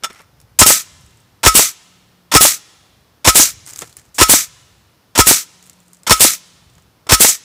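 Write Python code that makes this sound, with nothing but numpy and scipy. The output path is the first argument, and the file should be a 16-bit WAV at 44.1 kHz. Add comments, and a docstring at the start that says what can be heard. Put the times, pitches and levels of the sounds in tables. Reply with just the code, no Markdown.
"""Nail gun at work outdoors

A pneumatic framing nailer drives eight nails into a board lying on gravel, close to the microphone.
Each shot: the trigger spits air, a valve knocks open, the piston slams the nail home and the housing rings.
On release, air rushes out as shaped noise and the piston knocks back. Solid parts ring as fading sine waves.
Between shots the tool clacks and rattles and gravel crunches, over faint echo, wind and a far hum."""
import sys
import numpy as np
from scipy import signal
from scipy.fft import rfft, irfft, next_fast_len
from scipy.io import wavfile

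SR = 44100
rng = np.random.default_rng(int(sys.argv[2]) if len(sys.argv) > 2 else 0)


def put_to_file(sound):
    """Save the sound as 16-bit audio at rate SR, in the file named by the first command-line argument."""
    columns = np.atleast_2d(sound).T  # one column per channel
    safe = np.clip(columns, -1, 1)
    whole_steps = np.round(safe * 32767)
    wavfile.write(sys.argv[1], SR, whole_steps.astype(np.int16))


N = 328456   # length of the scene in samples
TIME = np.arange(N) / SR   # seconds since the scene began
AGE = np.arange(SR // 3) / SR   # seconds since one short event began

# In all tables, level_db is a relative level; t60_s is the time to fade by 60 dB.
# The eight shots; the four levels adjust each part of a shot:
# (trigger_s, nail_driven_s, exhaust_s, trigger_db, valve_db, recoil_db, housing_ring_db)
SHOTS = [(.588, .611, .663, 0, 0, -4, -1), (1.431, 1.460, 1.552, 1, 0, 4, 2),
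         (2.315, 2.349, 2.410, -1, 1.5, -1.5, 3), (3.245, 3.272, 3.3555, 1.5, -1, -2, -2.5),
         (4.182, 4.210, 4.2955, 2, 0, -2, 0), (5.151, 5.187, 5.270, -3, 1, 1, -.5),
         (6.066, 6.106, 6.206, -2.5, -1, -3.5, -2), (7.090, 7.119, 7.206, 1.5, 0, 1, -2.5)]
# extra short hisses around one pitch: air spitting past the valves, and at 4.143 s the safety tip sliding:
# (start_s, length_s, level_db, pitch_hz)
HISSES = [(.589, 0.02, 5, 7870), (3.397, 0.037, -4, 6290), (4.143, 0.03, -33, 7440),
          (7.274, 0.025, -6, 7300)]
EXHAUST_DB = 0.08   # level adjustment of every exhaust


def nailer():
    """Eight firing cycles of air and impacts, and the stray short hisses."""
    out = np.zeros(N)
    for trigger_s, drive_s, exhaust_s, trigger_db, valve_db, recoil_db, ring_db in SHOTS:
        add(out, trigger_s, trigger(trigger_db))
        add(out, drive_s - .0105, amp(valve_db) * valve_opens())
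        add(out, drive_s, blow(recoil_db, ring_db))
        add(out, exhaust_s - .012, trigger_release())
        add(out, exhaust_s - .002, piston_return())
        add(out, exhaust_s, amp(EXHAUST_DB) * exhaust())
    for start_s, length_s, level_db, pitch_hz in HISSES:
        add(out, start_s, hiss(length_s, level_db, pitch_hz))
    return out


# colour of the small trigger air puff: (pitch_hz, level_db)
PILOT = [(60, -16), (300, -6), (700, -0.5), (1100, 2), (1800, 0.5), (3500, -2.5), (5500, -2.5), (8000, -3),
         (12000, -10), (16000, -17)]
# resonances of the air passage at the trigger: (pitch_hz, width_hz, level_db)
TRIGGER_VENT = [(926, 72, -0.5), (1346, 48, 5), (2450, 150, -8), (5430, 220, 1.5), (7100, 57, -0.5)]
# ringing tones of the nose and the board, before each blow's damping: (pitch_hz, level_db, t60_s)
NOSE = [(960, -15.5, 0.055), (1306, -5, 0.11), (1350, -3.5, 0.11), (2180, -11.5, 0.05), (2850, -12, 0.055),
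        (2920, -8.5, 0.04), (3180, -3.5, .042), (3510, -1.5, 0.072), (5420, -6, .07), (6260, -13.5, .08),
        (6600, -10.5, 0.076), (8030, -11, 0.073), (9600, -15, .06), (11100, -23.5, .07)]
BOARD = [(108, -1.5, 0.046), (217, -9.5, 0.039), (314, -8, 0.051), (477, -13.5, 0.022), (650, -8, 0.03),
         (897, -1.5, 0.035), (1018, -0.5, 0.065)]


def trigger(db):
    """The trigger clicks, ringing the solid parts, and vents the pilot air."""
    vent = through(TRIGGER_VENT, burst(PILOT, -12.0, rise=0.0044, hold=0.0099, t60=0.11))
    click = strike(NOSE, -26.5) + strike(BOARD[1:], -28.5)
    return amp(db) * (vent + click)


# colour of sharp, sudden air: (pitch_hz, level_db)
CRACK = [(100, -20), (900, -7.5), (2000, -2), (4500, -0.5), (5600, 0.5), (8000, 2.5), (12000, -5.5),
         (16000, -9.5)]


def valve_opens():
    """The head valve knocks open and lets the air rush onto the piston."""
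    rush = through(TRIGGER_VENT, burst(CRACK, -7.5, rise=0.0006, hold=0.001, t60=.065))
    return rush + strike(BOARD[1:], -10.0) + strike(BOARD[:1], -22.5)


# colour of a dull, heavy impact: (pitch_hz, level_db)
THUD = [(30, -8), (90, -7), (350, 2), (650, -3), (1000, -3), (1700, -5.5), (3500, -13), (7000, -26),
        (16000, -46)]
# ringing tones of the cylinder housing, before each blow's damping: (pitch_hz, level_db, t60_s)
HOUSING = [(1282, -0.5, 0.18), (1352, -11, 0.13), (1980, -18, 0.14), (2227, -14.5, 0.13),
           (3360, -13, 0.089), (3731, -19.5, .1), (5200, -4.5, .09), (5550, -6.5, 0.11), (6130, -11, 0.063),
           (6470, -9.5, 0.065), (6900, -10, .1), (8220, -9.5, 0.078), (8930, -10.5, 0.091),
           (9203, -13.5, 0.074), (9830, -16, 0.081), (11200, -16.5, .09)]


def blow(recoil_db, ring_db):
    """The driver hits the nail, which tears into the board; the piston lands on its bumper, the tool recoils."""
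    out = np.zeros(N)
    crack = burst(CRACK, -1, rise=0.00046, hold=0.021, t60=0.056) * amp(1.7 * drift(rate=270))
    add(out, 0, through(TRIGGER_VENT, crack))
    seep = burst(CRACK, -24.5, rise=.01, hold=0.069, t60=0.32)   # air seeps while the cylinder stays charged
    add(out, 0, seep)
    thud = burst(THUD, 2.6, rise=0.0005, hold=.007, t60=0.034)
    add(out, .0025, thud + strike(BOARD, -3.5) + strike(NOSE, -7.5))
    add(out, .004, thump(recoil_db - 2, hz=82))
    # the board bounces on the gravel
    bounce = amp(recoil_db - 13) * np.sin(2 * np.pi * 51 * AGE) * fade(t60=0.14)
    add(out, .008, bounce)
    add(out, .014, strike(HOUSING, ring_db - 5.0, scatter_db=0.93))
    return out[:len(AGE)]


# colours of the bright jet and the duller hiss: (pitch_hz, level_db)
JET = [(40, -6), (120, -6.5), (400, -8.5), (900, -7.5), (1500, -7.5), (3000, -3), (4800, -2), (6500, 0),
       (8000, 3.5), (9500, 1.5), (11000, 1.5), (13000, -3), (16000, -1)]
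BLEED = [(35, -58), (60, -25.5), (266, -16), (509, -27.5), (673, -13.5), (870, -27.5), (1260, -10.5),
         (1630, -11), (1870, -6.5), (3050, -9.5), (5990, -1), (7380, 0.5), (9540, -5), (14200, -6.5),
         (15500, -13)]
# resonances of the exhaust port and the cap over it: (pitch_hz, width_hz, level_db)
EXHAUST_PORT = [(8000, 700, -5.5), (10500, 990, -6.5)]
CAP = [(1280, 99, 3), (2320, 360, -5.5), (3760, 1100, -9), (5940, 600, -4.5), (7750, 600, -8)]
HALF_FLOW_S = 0.15255   # time until emptying halves the strength of the air


def exhaust():
    """A bright jet gives way to a duller hiss through the cap, which closes off as the cylinder empties."""
    flutter = amp(1.5 * drift(rate=220))
    # the valve never lifts quite alike, so the port pitches vary
    port = [(hz * (1 + .035 * rng.normal()), width, db) for hz, width, db in EXHAUST_PORT]
    jet = through(port, burst(JET, -.5, rise=.0004, hold=0.02, t60=0.17))
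    bleed = through(CAP, burst(BLEED, -9.5, rise=0.012, hold=0.052, t60=0.38))
    pressure = 1 / (1 + (AGE / HALF_FLOW_S) ** 11)
    return (jet + bleed) * flutter * pressure


def piston_return():
    """The head valve shuts with a knock; the piston flies up, hits its stop and bounces once."""
    out = np.zeros(N)
    valve_thud = burst(THUD, -19.5, rise=.0005, hold=0.0028, t60=.12)
    add(out, 0, thump(-9.0, hz=280) + valve_thud + strike(BOARD, -22.5))
    stop_ring = strike(BOARD[1:], -14, damping=0.86) + strike(HOUSING, -24.0)
    add(out, .042, thump(-5.5, hz=514) + stop_ring)
    add(out, .0428, burst(THUD, -10, rise=.0003, hold=0.0036, t60=0.028))
    add(out, .0455, thump(-16.5, hz=520) + strike(BOARD[1:], -19, damping=1.6))
    return out[:len(AGE)]


# colour of small, bright contacts and puffs: (pitch_hz, level_db)
TICK = [(200, -14.5), (1500, -12), (4000, -8), (6800, -3), (9000, -4), (16000, -7.5)]


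def trigger_release():
    """The trigger valve lets out a short puff of air as it is let go."""
    return burst(TICK, -11.5, rise=0.0055, hold=.01, t60=0.02)


def hiss(length, db, hz):
    """A short hiss mostly around one pitch, as air squeezes through a narrow gap or a part slides."""
    air = burst(TICK, db, rise=0.0019, hold=length, t60=.07)
    return amp(-8) * air + amp(1.5) * resonate(air, hz, width=1600)


def handling():
    """The tool's loose parts and the gravel underfoot; rattle, scrape and crunch share one graininess."""
    grain = amp(5 * drift(rate=350, size=N) - 4)   # uneven little contacts
    return clacks() + ticks() + rattle(grain) + scrape(grain) + crunch(grain)


# the steel nose knocks and settles: (start_s, level_db)
CLACKS = [(0.0354, -1), (.043, 1.5), (.099, -26.5), (3.818, -19), (6.068, -4), (7.068, -24.5)]


def clacks():
    """Each knock rings the nose and adds a short clatter of noise."""
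    out = np.zeros(N)
    for start_s, db in CLACKS:
        clatter = through(TRIGGER_VENT, burst(PILOT, db - 19, rise=0.00036, hold=.001, t60=0.058))
        add(out, start_s, clatter + strike(NOSE, db - 19.5))
    return out


# the sharpest ticks of the nail strip and fittings: (start_s, level_db, pitch_hz)
TICKS = [(.13, -32.5, 9010), (.217, -35, 11500), (.401, -31.5, 5680), (.414, -33, 10500),
         (3.7342, -16.5, 6980), (3.76, -14.5, 6310), (3.7898, -12.5, 7500), (3.8191, -13, 7000),
         (3.927, -29, 3500), (3.968, -17, 9500), (5.6965, -23, 7520), (5.9323, -27, 9020),
         (6.033, -29, 7940), (7.069, -29, 7540)]
# each shift of the tool makes the nail strip slide, with lesser ticks: (start_s, length_s, level_db)
SHIFTS = [(1.0, 0.23, -42.5), (3.651, .064, -18.5), (3.769, 0.047, -21), (5.621, 0.062, -32.5),
          (5.723, .28, -35.5), (6.691, .14, -41.5)]
# colour of gritty contact noise: (pitch_hz, level_db)
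GRIT = [(88, -43.5), (150, -17), (182, -23), (279, -4), (472, -18.5), (1480, -10), (3690, -15),
        (7290, -6.5), (15500, -22.5)]


def ticks():
    """Small contacts each give a sharp, pitched snap and a longer gritty tail."""
    out = np.zeros(N)
    lesser = [tick for start_s, length_s, db in SHIFTS for tick in tick_run(start_s, length_s, db, count=5)]
    for start_s, db, hz in TICKS + lesser:
        snap = through([(hz, 900, 10)], burst(TICK, db - 11.5, rise=0.00022, hold=0.00069, t60=0.01))
        tail = burst(GRIT, db - 24.5, rise=.001, hold=.002, t60=.09)
        add(out, start_s, snap + tail)
    return out


SHIFT_HZ, SHIFT_SCATTER_DB = 7945, 2.5   # typical pitch of the lesser ticks, spread of their levels


def tick_run(start, length, db, count):
    """Unevenly spaced ticks, each with its own strength and pitch: (start_s, level_db, pitch_hz)."""
    run = []
    for k in range(count):
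        start_s = start + length * (k + rng.random()) / count
        level_db = db + SHIFT_SCATTER_DB * rng.normal()
        pitch_hz = SHIFT_HZ * (1 + .08 * rng.normal())
        run.append((start_s, level_db, pitch_hz))
    return run


# resonances of the magazine shell that holds the loose nails: (pitch_hz, width_hz, level_db)
MAGAZINE = [(1350, 110, 12), (2000, 700, 6.5), (5450, 150, 5)]
RATTLE_DB = -49   # level before the grain and the magazine resonances
RATTLE_ATTACK_S, RATTLE_LENGTH_S, RATTLE_T60_S = .01, .17, .18


def rattle(grain):
    """Loose nails jostle after the first clack until the tool comes to rest; the magazine colours them."""
    effort = swell(CLACKS[0][0], RATTLE_LENGTH_S, RATTLE_ATTACK_S, RATTLE_T60_S)
    jostle = noise(PILOT, size=N) * amp(RATTLE_DB) * effort
    return through(MAGAZINE, jostle * grain)


SCRAPE_BELOW_DB = 19.5   # how far the sliding is set below the level of its shift
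SCRAPE_ATTACK_S, SCRAPE_T60_S = .012, .06


def scrape(grain):
    """The nail strip slides at each shift: grainy noise around one pitch."""
    sliding = sum(amp(db - SCRAPE_BELOW_DB) * swell(start_s, length_s, SCRAPE_ATTACK_S, SCRAPE_T60_S)
                  for start_s, length_s, db in SHIFTS)
    return resonate(noise(TICK, size=N) * sliding * grain, SHIFT_HZ, width=2500)


# a sandal presses into the gravel: (start_s, length_s, level_db)
STEPS = [(3.657, 0.03, -37), (3.792, 0.025, -36.5), (3.962, .02, -45.5)]
STEP_ATTACK_S, STEP_T60_S = 0.026, .36


def crunch(grain):
    """Pressed gravel makes gritty noise from many uneven contacts."""
    pressing = sum(amp(db) * swell(start_s, length_s, STEP_ATTACK_S, STEP_T60_S)
                   for start_s, length_s, db in STEPS)
    return noise(GRIT, size=N) * pressing * grain


# the nose bumps on the board: (start_s, level_db)
BUMPS = [(.025, -37.5), (.101, -33.5), (.2, -38), (3.82, -23), (6.78, -47.5), (7.067, -34.5)]


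def bumps():
    """A soft contact briefly stirs the board and the lowest housing tones, damped by the hand."""
    out = np.zeros(N)
    for start_s, db in BUMPS:
        knock = burst(THUD, db - 2.0, rise=0.00094, hold=0.0027, t60=0.057) + strike(BOARD, db - 11.5)
        add(out, start_s, knock + strike(HOUSING[:4], db - 3, damping=6.2))
    return out


# scatter from trees and buildings: (pitch_hz, level_db, t60_s)
YARD = [(250, -50, 1.3), (520, -42.5, 0.94), (800, -43, 2.4), (1500, -35.5, 0.99), (3000, -33, 1.9),
        (5000, -31.5, 0.92), (8000, -40.5, 1.3), (14000, -51.5, 0.6)]


def yard(x):
    """Faint diffuse echo from the surroundings: bands of noise that fade at different rates."""
    age = np.arange(int(1.5 * SR)) / SR
    hz, level, t60 = np.transpose(YARD)
    edges = np.geomspace(100, 18000, num=12)   # band limits in Hz
    echo = 0
    for low, high in zip(edges, edges[1:]):
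        centre = np.log(low * high) / 2   # on a log frequency scale
        band_filter = signal.butter(2, [low, high], "band", fs=SR, output="sos")
        band = signal.sosfilt(band_filter, rng.standard_normal(len(age)))
        band_t60 = np.interp(centre, np.log(hz), t60)
        decay = np.exp(-np.log(1000) * age / band_t60) * (1 - np.exp(-age / 0.027))
        gain = amp(np.interp(centre, np.log(hz), level))
        echo = echo + gain * band * decay / np.linalg.norm(decay)
    return signal.fftconvolve(x, echo)[:N]


# colours of the still air and of the wind on the microphone: (pitch_hz, level_db)
AIR = [(25, -20), (70, -5.5), (150, 2.5), (280, -0.5), (600, -4), (1300, -6.5), (2200, -12), (4000, -15),
       (5200, -13), (7500, -20.5), (15000, -19)]
RUMBLE = [(25, -21.5), (55, -5), (95, 0), (135, -2.5), (250, -21.5), (1000, -56.5), (4000, -81)]
AIR_DB = -57
# gusts of light wind on the microphone: (start_s, level_db)
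GUSTS = [(.2, -57), (.85, -56.5), (2.7, -61), (3.4, -52), (4.4, -61.5), (6.5, -53.5)]
CALM_DB, GUST_ATTACK_S, GUST_HOLD_S, GUST_T60_S = -63, 0.15, .25, 1.6
# a far machine hums now and then: (start_s, length_s)
HUM_SPELLS = [(1.647, .6), (5.3, 1.1)]
HUM_HZ, HUM_DB, HUM_ATTACK_S, HUM_T60_S = 180, -56.5, 0.31, 1.2   # pitch and level wander around these


def outdoors():
    """Still air and gusty wind as soft noise, and a distant hum as a wavering sine."""
    air = amp(AIR_DB) * noise(AIR, size=N)
    gusts = sum(amp(db) * swell(start_s, GUST_HOLD_S, GUST_ATTACK_S, GUST_T60_S) for start_s, db in GUSTS)
    breeze = amp(CALM_DB) + gusts
    wind = noise(RUMBLE, size=N) * breeze * amp(2.5 * drift(rate=8.1, size=N))
    cycles = np.cumsum(HUM_HZ * (1 + 0.0072 * drift(rate=8.8, size=N))) / SR
    running = sum(swell(start_s, length_s, HUM_ATTACK_S, HUM_T60_S) for start_s, length_s in HUM_SPELLS)
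    hum = np.sin(2 * np.pi * cycles) * running * amp(HUM_DB + 1.5 * drift(rate=12, size=N))
    return air + wind + hum


def strike(modes, db, damping=0.92, scatter_db=2.0):
    """One blow on a body: fading sines, each with a slightly different share each time."""
    out = np.zeros(len(AGE))
    for k, (hz, level, t60) in enumerate(modes):
        age = AGE[AGE < t60 / damping]
        level_db = db + level + scatter_db * rng.normal()
        decay = np.exp(-np.log(1000) * age * damping / t60)
        sign = (-1) ** k   # neighbouring tones start in opposite directions
        add(out, 0, sign * amp(level_db) * np.sin(2 * np.pi * hz * age) * decay)
    return out


def thump(db, hz):
    """One swing of pressure from a sudden push, strongest around the given frequency."""
    phase = 2 * np.pi * hz * AGE - np.pi
    return amp(db) * phase * np.exp((1 - phase ** 2) / 2)


def burst(spectrum, db, rise, hold, t60):
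    """A puff of noise that swells, holds and dies; times in seconds."""
    return amp(db) * noise(spectrum) * (1 - np.exp(-AGE / rise)) * fade(t60, hold)


def through(passage, x):
    """Noise picks up the resonances of the passage or part that it runs through."""
    return x + sum(amp(db) * resonate(x, hz, width) for hz, width, db in passage)


def resonate(x, hz, width):
    """A resonance with gain about 1 at its top; pitch and width in Hz."""
    r = np.exp(-np.pi * width / SR)   # nearer 1 rings longer
    feed = np.array([1, 0, -1]) * (1 - r * r) / 2
    feedback = [1, -2 * r * np.cos(2 * np.pi * hz / SR), r * r]
    return signal.lfilter(feed, feedback, x)


def noise(spectrum, size=len(AGE)):
    """Steady noise of a given colour, rms 1."""
    hz, db = np.transpose(spectrum)
    padded = next_fast_len(size, real=True)
    grid = np.maximum(np.fft.rfftfreq(padded, 1 / SR), 1)
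    gain = amp(np.interp(np.log(grid), np.log(hz), db))
    return rms_one(irfft(rfft(rng.standard_normal(padded)) * gain, padded)[:size])


def drift(rate, size=len(AGE)):
    """Random wander around zero, joining rate random points per second by straight lines."""
    knots = rng.standard_normal(4096)
    return np.interp(np.arange(size) / SR * rate, np.arange(len(knots)), knots)


def fade(t60, hold=0):
    """Full strength for the hold time, then an exponential decay."""
    return np.exp(-np.log(1000) * np.maximum(AGE - hold, 0) / t60)


def swell(s, length, attack, t60):
    """An effort that builds from time s, begins to die away after its length, and fades."""
    rise = np.clip((TIME - s) / attack, 0, 1)
    return rise * amp(-60 * np.maximum(TIME - s - length, 0) / t60)


def amp(db):
    """Decibels to gain."""
    return np.exp(np.asarray(db) * np.log(10) / 20)


def rms_one(x):
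    """Scale to unit power."""
    return x / np.sqrt(np.mean(x ** 2) + 1e-20)


def add(out, s, sound):
    """Mix a sound in at time s."""
    start = max(round(s * SR), 0)
    out[start:start + len(sound)] += sound[:N - start]


def scene():
    """The tool, its echo and the quiet outdoors."""
    tool = nailer() + handling() + bumps()
    return (tool + yard(tool) + outdoors())[None]


CUTOFF_HZ = 15550   # top of the treble that gets through


def record(dry):
    """The microphone sheds the deepest bass, the input overloads with a short knee, and the top is cut."""
    thinned = signal.sosfilt(signal.butter(2, 33, "high", fs=SR, output="sos"), dry)
    clipped = thinned / (1 + np.abs(thinned / .94) ** 8) ** (1 / 8)   # peaks flatten towards .94
    return signal.sosfilt(signal.ellip(12, .1, 70, CUTOFF_HZ, fs=SR, output="sos"), clipped)


dry = scene()
out = record(dry)
put_to_file(out)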